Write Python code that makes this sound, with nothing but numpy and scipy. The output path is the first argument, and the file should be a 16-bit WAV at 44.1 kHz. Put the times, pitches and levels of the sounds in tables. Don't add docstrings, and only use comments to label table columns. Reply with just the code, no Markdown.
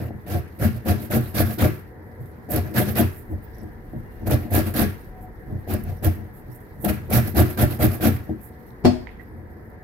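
import sys
import numpy as np
from scipy import signal
from scipy.fft import rfft, irfft, next_fast_len
from scipy.io import wavfile

SR = 44100
rng = np.random.default_rng(int(sys.argv[2]) if len(sys.argv) > 2 else 0)


def ratio(d):
    e = np.asarray(d, float) / 20
    return 10 ** e


def waveform_to_disk(signal):
    frames = np.transpose(np.atleast_2d(signal))
    scaled = np.clip(frames, -1, 1) * 32767
    samples = np.round(scaled).astype(np.int16)
    wavfile.write(sys.argv[1], SR, samples)


N = 433503


# pitch_hz, density_db (per Hz)
RIND_SPECTRUM = [(530, -33), (900, -8), (1160, -6), (1680, -1.5), (2070, -5.5), (3000, -8), (4740, -8.5),
                 (7490, -18.5), (8600, -11.5), (12400, 7), (16000, -5)]
# pitch_hz, left_over_right_db
RASP_SIDES = [(60, 0.5), (150, 0.0), (380, 16), (950, 0.5), (2380, 1.5), (5980, -4), (15000, -13)]


def teeth_grains():
    clicks = grains(36000, spread_db=1.5, alike=0.28) * ratio(1.2 * drift(90))
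    pitches = np.geomspace(900, 15900, 32)
    share = np.sqrt(pitches) / np.sqrt(pitches).sum()
    dealt = rng.choice(32, N, p=share)
    patches = [ratio(2.5 * drift(18.4)) for group in range(16)]
    plate, edges, tear = 0, 0, 0
    for k, hz in enumerate(pitches):
        cycles = 24 if k < 23 else 12
        one = rms_one(ring(clicks * (dealt == k) * patches[k // 2], hz, cycles / hz))
        one = one * ratio(at_hz(RIND_SPECTRUM, hz)) * np.sqrt(hz) * sides(at_hz(RASP_SIDES, hz))
        if k < 13:
            plate = plate + one
        elif k < 23:
            edges = edges + one
        else:
            tear = tear + one
    return plate, edges, tear


# pitch_hz, level_db, t60_s
BOX_MODES = [(950, -32, 0.029), (1157, -6, 0.16), (1366, 1, 0.065), (1663, 0, 0.11), (1880, -13.5, 0.23),
             (2417, -8.5, 0.028)]


def box_walls(plate_db):
    shaking = grains(3000, spread_db=1.5, alike=0.48) * ratio(plate_db - 34.5)
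    return sum(ratio(db) * ring(shaking, hz, t60) for hz, db, t60 in BOX_MODES)


# start_s, length_s, level_db
RUBS = [(3.1, 0.14, -52), (3.296, 0.053, -54), (2.7, 0.069, -65), (3.897, 0.071, -70), (8.4, 0.099, -49),
        (6.8, 0.061, -46), (6.326, 0.1, -55), (6.497, 0.098, -52.5), (6.598, 0.044, -57),
        (6.78, 0.17, -49.5), (2.225, 0.082, -63.5), (8.502, 0.023, -74), (9.19, 0.048, -74),
        (5.2, 0.066, -60), (8.66, 0.074, -66.5), (2.2, .03, -57), (1.2, 0.062, -53), (2.5, 0.05, -32)]
# start_s, level_db
SNAGS = [(4.761, -33), (7.101, -43), (.762, -47), (1.108, -29), (2.56, -21.5), (4.306, -25), (4.535, -27),
         (4.548, -18), (4.737, -34), (4.79, -35), (4.815, -30), (5.736, -33), (5.835, -36), (5.706, -38),
         (6.067, -37), (7.271, -35), (6.044, -25.5), (6.845, -23), (6.953, -48), (7.367, -27)]


def rubbing():
    snag_s = 0.0075
    rows = RUBS + [(s, snag_s, db) for s, db in SNAGS]
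    return sum(ratio(db) * swell(s, length) for s, length, db in rows)


# peak_s, level_db
CATCHES = [(0.315, -39), (0.615, -33), (0.870, -48), (0.892, -37), (1.110, -35), (1.344, -43), (1.384, -20),
           (1.588, -40), (1.608, -29), (2.512, -58), (2.750, -51), (2.770, -23), (2.965, -31), (4.268, -53),
           (4.307, -29), (4.526, -38), (4.551, -34), (4.740, -28), (4.760, -31), (5.684, -50), (5.702, -44),
           (6.030, -35), (6.047, -24.5), (6.847, -31), (6.885, -31.5), (7.103, -36), (7.128, -27),
           (7.361, -35), (7.379, -28), (7.577, -33), (7.799, -36), (7.811, -35), (8.023, -28.5)]


def biting():
    arch = swell(0, 0.0061)[:900]
    return ratio(-14) * signal.oaconvolve(blows(CATCHES), arch)[60:N + 60]


# start_s, length_s, tearing_db, board_db, table_db
STROKES = [(0.261, 0.11, -40, -25, -22), (0.587, 0.072, -31, -20.5, -15), (0.85, 0.064, -30.5, -17, -17),
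           (1.098, 0.07, -29.5, -18.5, -14), (1.34, 0.074, -25, -18, -15),
           (1.581, 0.072, -28.5, -14.5, -17), (2.487, 0.092, -34.5, -20, -19.5),
           (2.738, 0.069, -24.5, -17, -15.5), (2.949, 0.061, -26.5, -14.5, -16),
           (4.257, 0.022, -37.5, -21.5, -19), (4.293, 0.043, -31, -16, -16.5),
           (4.503, 0.086, -26, -18, -14.5), (4.738, 0.088, -26, -17, -17), (5.671, 0.072, -38, -22, -20.5),
           (6.023, 0.043, -32.5, -19.5, -15.5), (6.837, 0.025, -37.5, -17, -18.5),
           (6.877, 0.022, -29.5, -18, -16.5), (7.096, 0.082, -24, -15.5, -15.5),
           (7.345, 0.064, -24.5, -13, -12.5), (7.57, 0.063, -27.5, -16, -13.5),
           (7.788, 0.065, -27, -15, -12), (8.005, 0.073, -26.5, -14.5, -14),
           (8.842, 0.027, -55, -11.5, -17)]
# start_s, length_s, tearing_db, board_db, table_db
RETURNS = [(-.13, .22, -47.5, -24.5, -23.5), (0.736, 0.064, -50, -40, -26),
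           (0.965, 0.12, -42.5, -33.5, -41), (1.208, 0.14, -48, -40.5, -43), (1.46, 0.099, -37, -27.5, -37),
           (2.605, 0.15, -53, -32, -29.5), (2.833, 0.12, -38, -27, -25.5), (4.366, 0.18, -62, -33.5, -40),
           (4.631, 0.096, -38.5, -25.5, -30), (5.78, 0.047, -55, -37, -32),
           (5.836, 0.12, -50, -33.5, -22.5), (6.964, 0.17, -61, -52, -30), (7.24, .08, -38, -30, -23),
           (7.459, 0.094, -39, -31.5, -31.5), (7.686, 0.082, -35.5, -29, -23),
           (7.895, 0.096, -38, -28.5, -30)]
# time_s, level_db
GRIP = [(0, -80), (.2, -64), (.55, -62), (1.75, -58), (1.95, -73), (2.3, -65.5), (3.2, -67), (3.6, -62.5),
        (3.8, -68), (4.2, -63), (5.0, -60), (5.3, -70.5), (5.6, -64), (6.7, -67), (8.2, -61), (8.35, -65),
        (8.5, -67), (9.8, -76.5)]
# landing_s, landing_db, peak_share of length, end_db, let_go_s, let_go_db, dying_s
TEAR_SHAPE = (-0.0049, -12, 0.66, -4, 0.022, -16, 0.31)
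PLATE_SHAPE = (0.007, -13, 0.53, -3.5, 0.036, -13, 0.34)
EDGE_SHAPE = (0.006, -12, 0.55, -3, 0.024, -15, 0.3)


def teeth_levels():
    grip_db = in_time(GRIP)[0][::16]

    def mixed(board_share, offset_db):
        return [[(s, length, offset_db + board_share * board_db + (1 - board_share) * db)
                 for s, length, db, board_db, _ in rows] for rows in (STROKES, RETURNS)]

    tear_db = effort(*mixed(0, 0), TEAR_SHAPE, grip_db - 1.5, 0, softer=0.59)
    plate_db = effort(*mixed(0.5, -7.5), PLATE_SHAPE, grip_db - 2.0, 0.0026, softer=0.78)
    edge_db = effort(*mixed(0.25, -12.5), EDGE_SHAPE, grip_db - 10.0, 0.00051, softer=1.0)
    pause_db = lift_db(ease_s=0.012)
    return tear_db + pause_db, plate_db + pause_db, edge_db + lift_db(ease_s=0.018)


def rasp():
    tear_db, plate_db, edge_db = teeth_levels()
    plate, edges, tear = teeth_grains()
    tear = filtered(tear, 4, 7600, "high")
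    tear = rms_one(tear + ratio(-6.0) * filtered(tear, 2, [11500, 14000], "band"))
    bites = biting()
    body = (ratio(plate_db) + ratio(-9.5) * bites) * rms_one(plate) + box_walls(plate_db)
    cutting = (ratio(edge_db + 2.07) + ratio(-7.0) * bites) * rms_one(edges)
    return (ratio(tear_db + 2.5) + rubbing()) * tear + cutting + filtered(body, 4, 3100, "low")


# start_s, length_s, board_db, table_db
NUDGES = [(2.198, 0.046, -52, -30.5), (2.484, 0.038, -36, -46.5), (3.297, 0.074, -33, -21),
          (3.588, 0.11, -34, -35), (3.938, 0.059, -33, -23), (4.213, 0.054, -31, -26),
          (5.477, 0.11, -30.5, -25), (6.15, 0.15, -38, -33.5), (6.477, 0.045, -43, -31),
          (9.298, 0.13, -46.5, -38), (0.1, 0.11, -42, -32.5), (6.779, 0.074, -42, -30),
          (8.096, 0.027, -35, -33), (8.291, 0.048, -24.5, -26.5)]
BOARD_SHAPE = (-0.0351, -17, 0.9878, -1.5, 0.0347, -14, 0.01)
TABLE_SHAPE = (-0.0452, -16, 1.04, -1, 0.0677, -17, 0.3)
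FEET_SHAPE = (-0.04, -6, 0.79, 4, -0.0037, -11, 0.22)
REST_DB = -52


def wood_levels():
    def column(rows, k):
        return [(r[0], r[1], r[k]) for r in rows]

    ups = RETURNS + NUDGES
    board_db = effort(column(STROKES, -2), column(ups, -2), BOARD_SHAPE, REST_DB, lead_s=0.01)
    boom_db = effort(column(STROKES, -1), column(ups, -1), TABLE_SHAPE, REST_DB, lead_s=0.01)
    feet_db = effort(column(STROKES, 3), column(RETURNS, 3), FEET_SHAPE, REST_DB - 11.0, lead_s=-0.0032)
    ease_db = 0.1 * lift_db(ease_s=0.022)
    return board_db + ease_db, boom_db + ease_db, feet_db


# pitch_hz, level_db, t60_s, left_over_right_db, left_lag_rad
TABLE_MODES = [(77, -15, 0.069, -48, -7), (94.3, 3, 0.35, 4, -0.26), (122.1, 2.5, 0.21, -6.5, 0.18),
               (150.8, -8, 0.27, 0, 1), (203.9, -11.5, 0.36, 13.5, -1), (226.8, 0.5, 0.21, 6, 0.45),
               (288.1, -11, 0.29, 3.5, 0.15), (316.8, -1, 0.16, 6, 0.9), (337, -16, 0.37, -2.5, 0.5),
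               (363.3, -15.5, 0.45, 6.5, -1)]
# pitch_hz, level_db, t60_s, left_over_right_db, left_lag_rad
FEET_MODES = [(410.7, -17.5, 0.36, 8.5, 0.26), (468.4, -15, 0.16, -5.5, -0.018),
              (485.5, -11.5, 0.072, 6, -0.16), (548, -7, 0.051, -1, -0.77), (605, -6.5, 0.087, 8, -0.32),
              (694, -6, 0.085, 2, -0.62), (737, -14.5, 0.047, 4, 0.97), (808, -37, 0.026, -2, 0.83)]
# start_s, level_db, hardness_hz
THUMPS = [
    (0.106, -33.5, 1000),
    (2.21, -44, 500),
    (3.3, -46, 600),
    (3.338, -38, 500),
    (3.934, -31.5, 450),
    (5.49, -55, 600),
    (6.489, -49, 500),
    (8.293, -28.5, 790),
    (9.401, -48, 500),
]
# peak_s, level_db
JOLTS = [(0.105, -28), (0.265, -32), (0.317, -26), (0.355, -23), (0.625, -28), (0.866, -22), (0.894, -17),
         (1.108, -22), (1.135, -19), (1.349, -34), (1.404, -8.5), (1.595, -35), (1.621, -13), (2.488, -26),
         (2.51, -28), (2.536, -16), (2.745, -35), (2.788, -21), (2.872, -26), (2.962, -21), (4.272, -15),
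         (4.314, -14), (4.52, -16), (4.544, -11.5), (4.59, -14.5), (4.752, -30), (5.511, -35),
         (5.675, -22.5), (5.696, -23), (6.025, -24), (6.05, -21), (6.843, -19), (7.112, -12.5),
         (7.261, -31), (7.352, -31), (7.368, -19), (7.588, -18), (7.617, -22), (7.716, -35), (7.794, -18),
         (7.819, -18), (8.0, -24.5), (8.027, -18), (8.056, -18)]
# start_s, level_db
KNOCK = [
    (8.841, -28.5),
    (8.848, -13),
    (8.853, -8.5),
    (8.864, -18.5),
    (8.875, -25.5),
]


def wood():
    board_db, boom_db, feet_db = wood_levels()
    jolts = ratio(-7.0) * soft(blows(JOLTS), 1500)
    judder = grains(1500, spread_db=0.0, alike=0.99)
    thumps = sum(soft(soft(blows([row]), row[2]), 1500) for row in THUMPS)
    blow = ratio(-10.5) * blows(KNOCK)
    out = 0
    for hz, db, t60, left_db, lag in TABLE_MODES + FEET_MODES:
        force = ratio(boom_db - 32.5) if hz < 170 else ratio(board_db - 29.0)
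        if hz > 400:
            force = ratio(-7.5) * force + ratio(feet_db - 35.5)
        strike = judder * ratio(2.1 * drift(31.0)) * force + blow
        strike = strike + thumps * ratio(-10.0 if hz < 250 else 2.0)
        strike = strike + jolts * ratio(-17.0 if hz < 400 else 0.1)
        out = out + ratio(db) * ring_pair(strike, hz, 0.82 * t60, left_db, lag)
    return filtered(filtered(out, 5, 830, "low"), 3, 68, "high")


# pitch_hz, level_db, t60_s
KNOCKED_MODES = [(93.4, -26, 0.2), (246, -5.5, 0.18), (312, 0, 0.11), (349, -13.5, 0.156),
                 (454, -15.5, 0.097), (631, -10, 0.15), (702, -13, 0.1), (715, -19, 0.25)]
# pitch_hz, level_db, t60_s
CUTLERY_MODES = [(1970, -41, 0.24), (2170, -50, 0.28), (2640, -38, 0.1), (3330, -32.5, 0.0674),
                 (3623, -45, 0.27), (4350, -25.5, 0.17), (4465, -32.5, 0.29), (5080, -33, 0.26),
                 (6200, -42, 0.14), (6700, -51, 0.093), (7320, -53, 0.15), (5150, -36, 0.102),
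                 (4440, -40, .1)]


def knock():
    hit = blows(KNOCK)
    burst = dying(hit, 0.06)
    rattle = hit + ratio(-21.0) * burst * rng.standard_normal((2, N))
    struck = KNOCKED_MODES + CUTLERY_MODES
    lean = rng.normal(0, 1, (len(struck), 2))
    modes = 0
    for (hz, db, t60), (left, lag) in zip(struck, lean):
        modes = modes + ratio(db) * ring_pair(rattle, hz, t60, 1.9 + 1.8 * left, 0.059 + 0.41 * lag)
    crash = dying(hit, 0.4)
    crack = soft(soft(rng.standard_normal((2, N)), 3100), 3030) * (burst + ratio(-12.0) * crash)
    return filtered(modes + ratio(-10.0) * crack, 2, 70, "high")


def clink():
    shiver = dying(blows([(9.071, -44.5), (9.11, -58)]), 0.35)
    return filtered(rng.standard_normal((2, N)) * shiver, 2, [1700, 3300], "band") * sides(3.0)


# start_s,
# level_db, pitch_hz
TICKS = [(3.3, -48, 11000), (3.455, -49, 12000), (3.585, -33, 11500), (3.618, -37, 11500),
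         (4.135, -54, 12100), (5.08, -64, 11000), (5.33, -52, 12000), (5.483, -54, 12000),
         (5.525, -40, 11400), (7.275, -19, 12500), (7.282, -24, 11000), (8.706, -46, 3980),
         (9.071, -22.5, 2030), (9.197, -36, 1950), (9.217, -39, 1920), (9.078, -38, 2290),
         (9.091, -30, 2070), (9.104, -43, 2500), (9.069, -47, 3800), (9.071, -39, 2880), (9.07, -33, 950)]
# start_s, length_s, pitch_hz, level_db
SQUEAKS = [(3.215, 0.027, 9220, -68), (3.425, 0.034, 15150, -56), (3.418, 0.033, 9300, -70),
           (3.54, 0.023, 5620, -73), (3.583, .04, 5540, -71), (9.277, 0.067, 9400, -79),
           (4.0, 0.32, 2800, -81), (4.995, 0.04, 9250, -71), (5.95, 0.045, 9250, -71),
           (5.958, .05, 5640, -75), (5.96, .04, 12300, -67), (5.96, 0.036, 15400, -70),
           (6.507, 0.045, 5540, -76), (6.55, 0.021, 8500, -64), (9.184, 0.048, 1950, -53)]
# start_s, level_db, pitch_hz, t60_s
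CHIRPS = [(3.545, -67, 5700, .03), (3.583, -63, 5600, .03), (3.584, -55, 12000, .03),
          (3.632, -60, 8000, .02), (3.25, -66, 15300, 0.042), (8.665, -63, 12400, .05),
          (8.665, -68, 10500, .03), (8.515, -72, 9200, .04), (8.675, -68, 6000, 0.018),
          (8.69, -66, 5600, .015), (8.705, -66, 5660, .015), (9.285, -70, 12400, .06),
          (9.365, -68, 12500, .06), (8.85, -50, 10400, .12), (8.85, -52, 11700, .12), (8.85, -56, 9100, .1),
          (8.85, -50, 13030, 0.091)]


def fingers():
    out = np.zeros(N)
    for s, db, hz in TICKS:
        once = ring(blows([(s, db)]), hz, 10.0 / hz)
        out += ring(once, hz, 10.0 / hz) * hz / SR
    for s, length, hz, db in SQUEAKS:
        t60 = 0.007 if 5000 < hz < 6000 else 0.039
        out += ratio(db) * swell(s, length) * rms_one(ring(rng.standard_normal(N), hz, t60))
    for s, db, hz, t60 in CHIRPS:
        out += ring(blows([(s, db)]), hz, t60)
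    return out * sides(-20.5)


def kitchen(x):
    t60_s, wall_cut_hz = 0.38, 10000
    size = next_fast_len(N + SR)
    turn = np.exp(-2j * np.pi * np.arange(size // 2 + 1) / size)
    dull = np.exp(-2 * np.pi * wall_cut_hz / SR)
    wall = (1 - dull) / (1 - dull * turn)
    echo = np.zeros((2, len(turn)), complex)
    for k, lag in enumerate((rng.uniform(0.008, 0.03, 16) * SR).astype(int)):
        loop = ratio(-60 * lag / SR / t60_s) * np.sqrt(np.abs(wall)) * turn ** lag
        echo[k % 2] += (-1) ** (k // 2) * loop / (1 - loop)
    return irfft(rfft(x, size) * echo, size)[:, :N]


# time_s, level_db
RUMBLE = [(0, -47), (.5, -60), (1.2, -55), (2.3, -66), (3.0, -51), (4.05, -41.5), (4.6, -45), (6.0, -41),
          (6.6, -51.5), (7.5, -48), (8.7, -62), (8.9, -38), (9.2, -50), (9.83, -61)]


def stand_rumble(white):
    rumble_db = in_time(RUMBLE)[0]
    low = filtered(white[1, 0] + 0.46 * white[0], 2, [30, 62], "band")
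    return ratio(rumble_db) * rms_one(low) * sides(1.6)


# pitch_hz, density_db (per Hz)
HUM_SPECTRUM = [(25, -34), (59, 3.5), (94, 2.5), (263, -8.5), (476, -6), (641, -19), (734, -35), (818, -10),
                (1260, -29.5), (1890, -14.5), (2990, -55), (4300, -44), (7510, -58), (12500, -53),
                (16000, -34)]
# pitch_hz, likeness
HUM_ALIKE = [(60, 0.82), (240, 1), (950, 0.088), (3770, -0.49), (15000, -1.1)]


def hum():
    out, edges = 0, 25 * 2 ** np.arange(0, 9.4, 1 / 3)
    white = rng.standard_normal((2, 2, N))
    for k, (low, high) in enumerate(zip(edges, edges[1:])):
        mid, side = filtered(white[k % 2], 2, [low, high], "band")
        hz = np.sqrt(low * high)
        alike = np.clip(at_hz(HUM_ALIKE, hz), -1, 1)
        gain = ratio(at_hz(HUM_SPECTRUM, hz) + 1.3 * drift(13))
        if 1200 < hz < 2600:
            mid, side = filtered([mid, side], 10, 2200, "low")
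        out = out + gain * (np.sqrt(1 + alike) * mid + np.sqrt(1 - alike) * side * [[1], [-1]])
    fan = (ratio(-61.0) + ratio(-47.5) * swell(5.08, 0.23)) * rms_one(ring(white[0, 0], 738, 0.26))
    return ratio(-43) * rms_one(out) + fan + stand_rumble(white)


RISE_S = 0.001


def lift_db(ease_s):
    t = np.arange(0, N, 16) / SR
    dip = 0
    for s, *_ in STROKES:
        dip = dip - 2.5 * np.exp(np.minimum(t - s + RISE_S, 0) / ease_s) * (t < s - RISE_S)
    return np.repeat(dip, 16)[:N]


LANDING_DB = [-1, -7, -9, -2, -2, 3, -11, -5.5, 3, -3, 2, -14, -2, -6, -7, 1, 1.5, -8, -6.5, 1.5, -7, 0,
              0.5]


def effort(strokes, drags, shape, rest_db, lead_s, softer=0):
    t = np.arange(0, N, 16) / SR + lead_s
    land_s, rule_db, share, end_db, go_s, go_db, die_s = shape
    power = ratio(rest_db) ** 2
    for (s, length, db), extra_db in zip(strokes, LANDING_DB):
        land_db = min(rule_db + softer * extra_db, 0)
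        half_s = share * length / 2
        times = np.cumsum([s - RISE_S, max(land_s, 0.006), half_s, half_s, abs(1 - share) * length, go_s, die_s])
        levels = [-32, land_db, 0.35 * land_db, 0, end_db, go_db, -60]
        power = power + ratio(db + np.interp(t, times, levels, left=-90)) ** 2
    fade_s, edge_db = 0.05, -14
    for s, length, db in drags:
        times = np.cumsum([s - fade_s, fade_s, length / 2, length / 2, fade_s])
        power = power + ratio(db + np.interp(t, times, [-50, edge_db, 0, edge_db, -50])) ** 2
    return np.interp(np.arange(N), np.arange(0, N, 16), 10 * np.log10(power))


def grains(per_s, spread_db, alike):
    sizes = ratio(spread_db * np.minimum(rng.exponential(1, (3, N)), 5)) * rng.choice([-1, 1], (3, N))
    shared, left, right = sizes * (rng.random((3, N)) < per_s / SR)
    alike = np.clip(alike, 0, 1)
    both = np.array([np.roll(shared, 6), shared])
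    return rms_one(np.sqrt(alike) * both + np.sqrt(1 - alike) * np.array([left, right]))


def blows(rows):
    clicks = np.zeros(N)
    for row in rows:
        clicks[round(row[0] * SR)] = ratio(row[1])
    return clicks


def ring(clicks, hz, t60, lag=0.0):
    r, w = ratio(-60 / (t60 * SR)), 2 * np.pi * hz / SR
    return signal.lfilter([-np.sin(lag), r * np.sin(w + lag)], [1, -2 * r * np.cos(w), r * r], clicks + 1e-18)


def ring_pair(clicks, hz, t60, left_db, lag):
    left, right = ring(clicks[0], hz, t60, lag / 2), ring(clicks[1], hz, t60, -lag / 2)
    return sides(left_db) * np.array([left, right])


def dying(clicks, t60):
    return signal.lfilter([1], [1, -ratio(-60 / (t60 * SR))], clicks)


def swell(s, length):
    out, start = np.full(N, 1e-9), round(s * SR)
    arch = np.sin(np.pi * np.arange(round(length * SR)) / (length * SR))
    out[start:start + len(arch)] += arch
    return out


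def soft(x, hz):
    r = np.exp(-2 * np.pi * hz / SR)
    return signal.lfilter([1 - r], [1, -r], x)


def filtered(x, order, hz, kind):
    return signal.sosfilt(signal.butter(order, hz, kind, fs=SR, output="sos"), x)


def drift(rate):
    r = np.exp(-40 * np.pi * rate / SR)
    slow = signal.lfilter([1], [1, -2 * r, r * r], rng.standard_normal(N // 20 + 2002))[2000:]
    return np.interp(np.arange(N) / 20, np.arange(len(slow)), rms_one(slow))


def sides(db):
    return ratio(np.array([[db / 2], [-db / 2]]))


def rms_one(x):
    return x / np.sqrt(np.mean(x ** 2) + 1e-20)


def in_time(rows):
    s, *columns = np.transpose(rows)
    return [np.interp(np.arange(N) / SR, s, c) for c in columns]


def at_hz(points, hz):
    points = np.array(points)
    return np.interp(np.log(hz), np.log(points[:, 0]), points[:, 1])


def scene():
    near = rasp() + knock() + fingers() + clink()
    low = wood()
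    return near + low + kitchen(ratio(-19) * near + ratio(-26.0) * low) + hum()


def roll_off(x):
    return signal.sosfilt(signal.butter(12, 15900, fs=SR, output="sos"), x)


def record(dry):
    rounded = 1.23 * np.tanh(dry / 1.175)
    top_cut = signal.ellip(12, 0.5, 90, 15800, fs=SR, output="sos")
    mix = signal.sosfilt(top_cut, rounded)
    return roll_off(mix)


dry = scene()
out = record(dry)
waveform_to_disk(out)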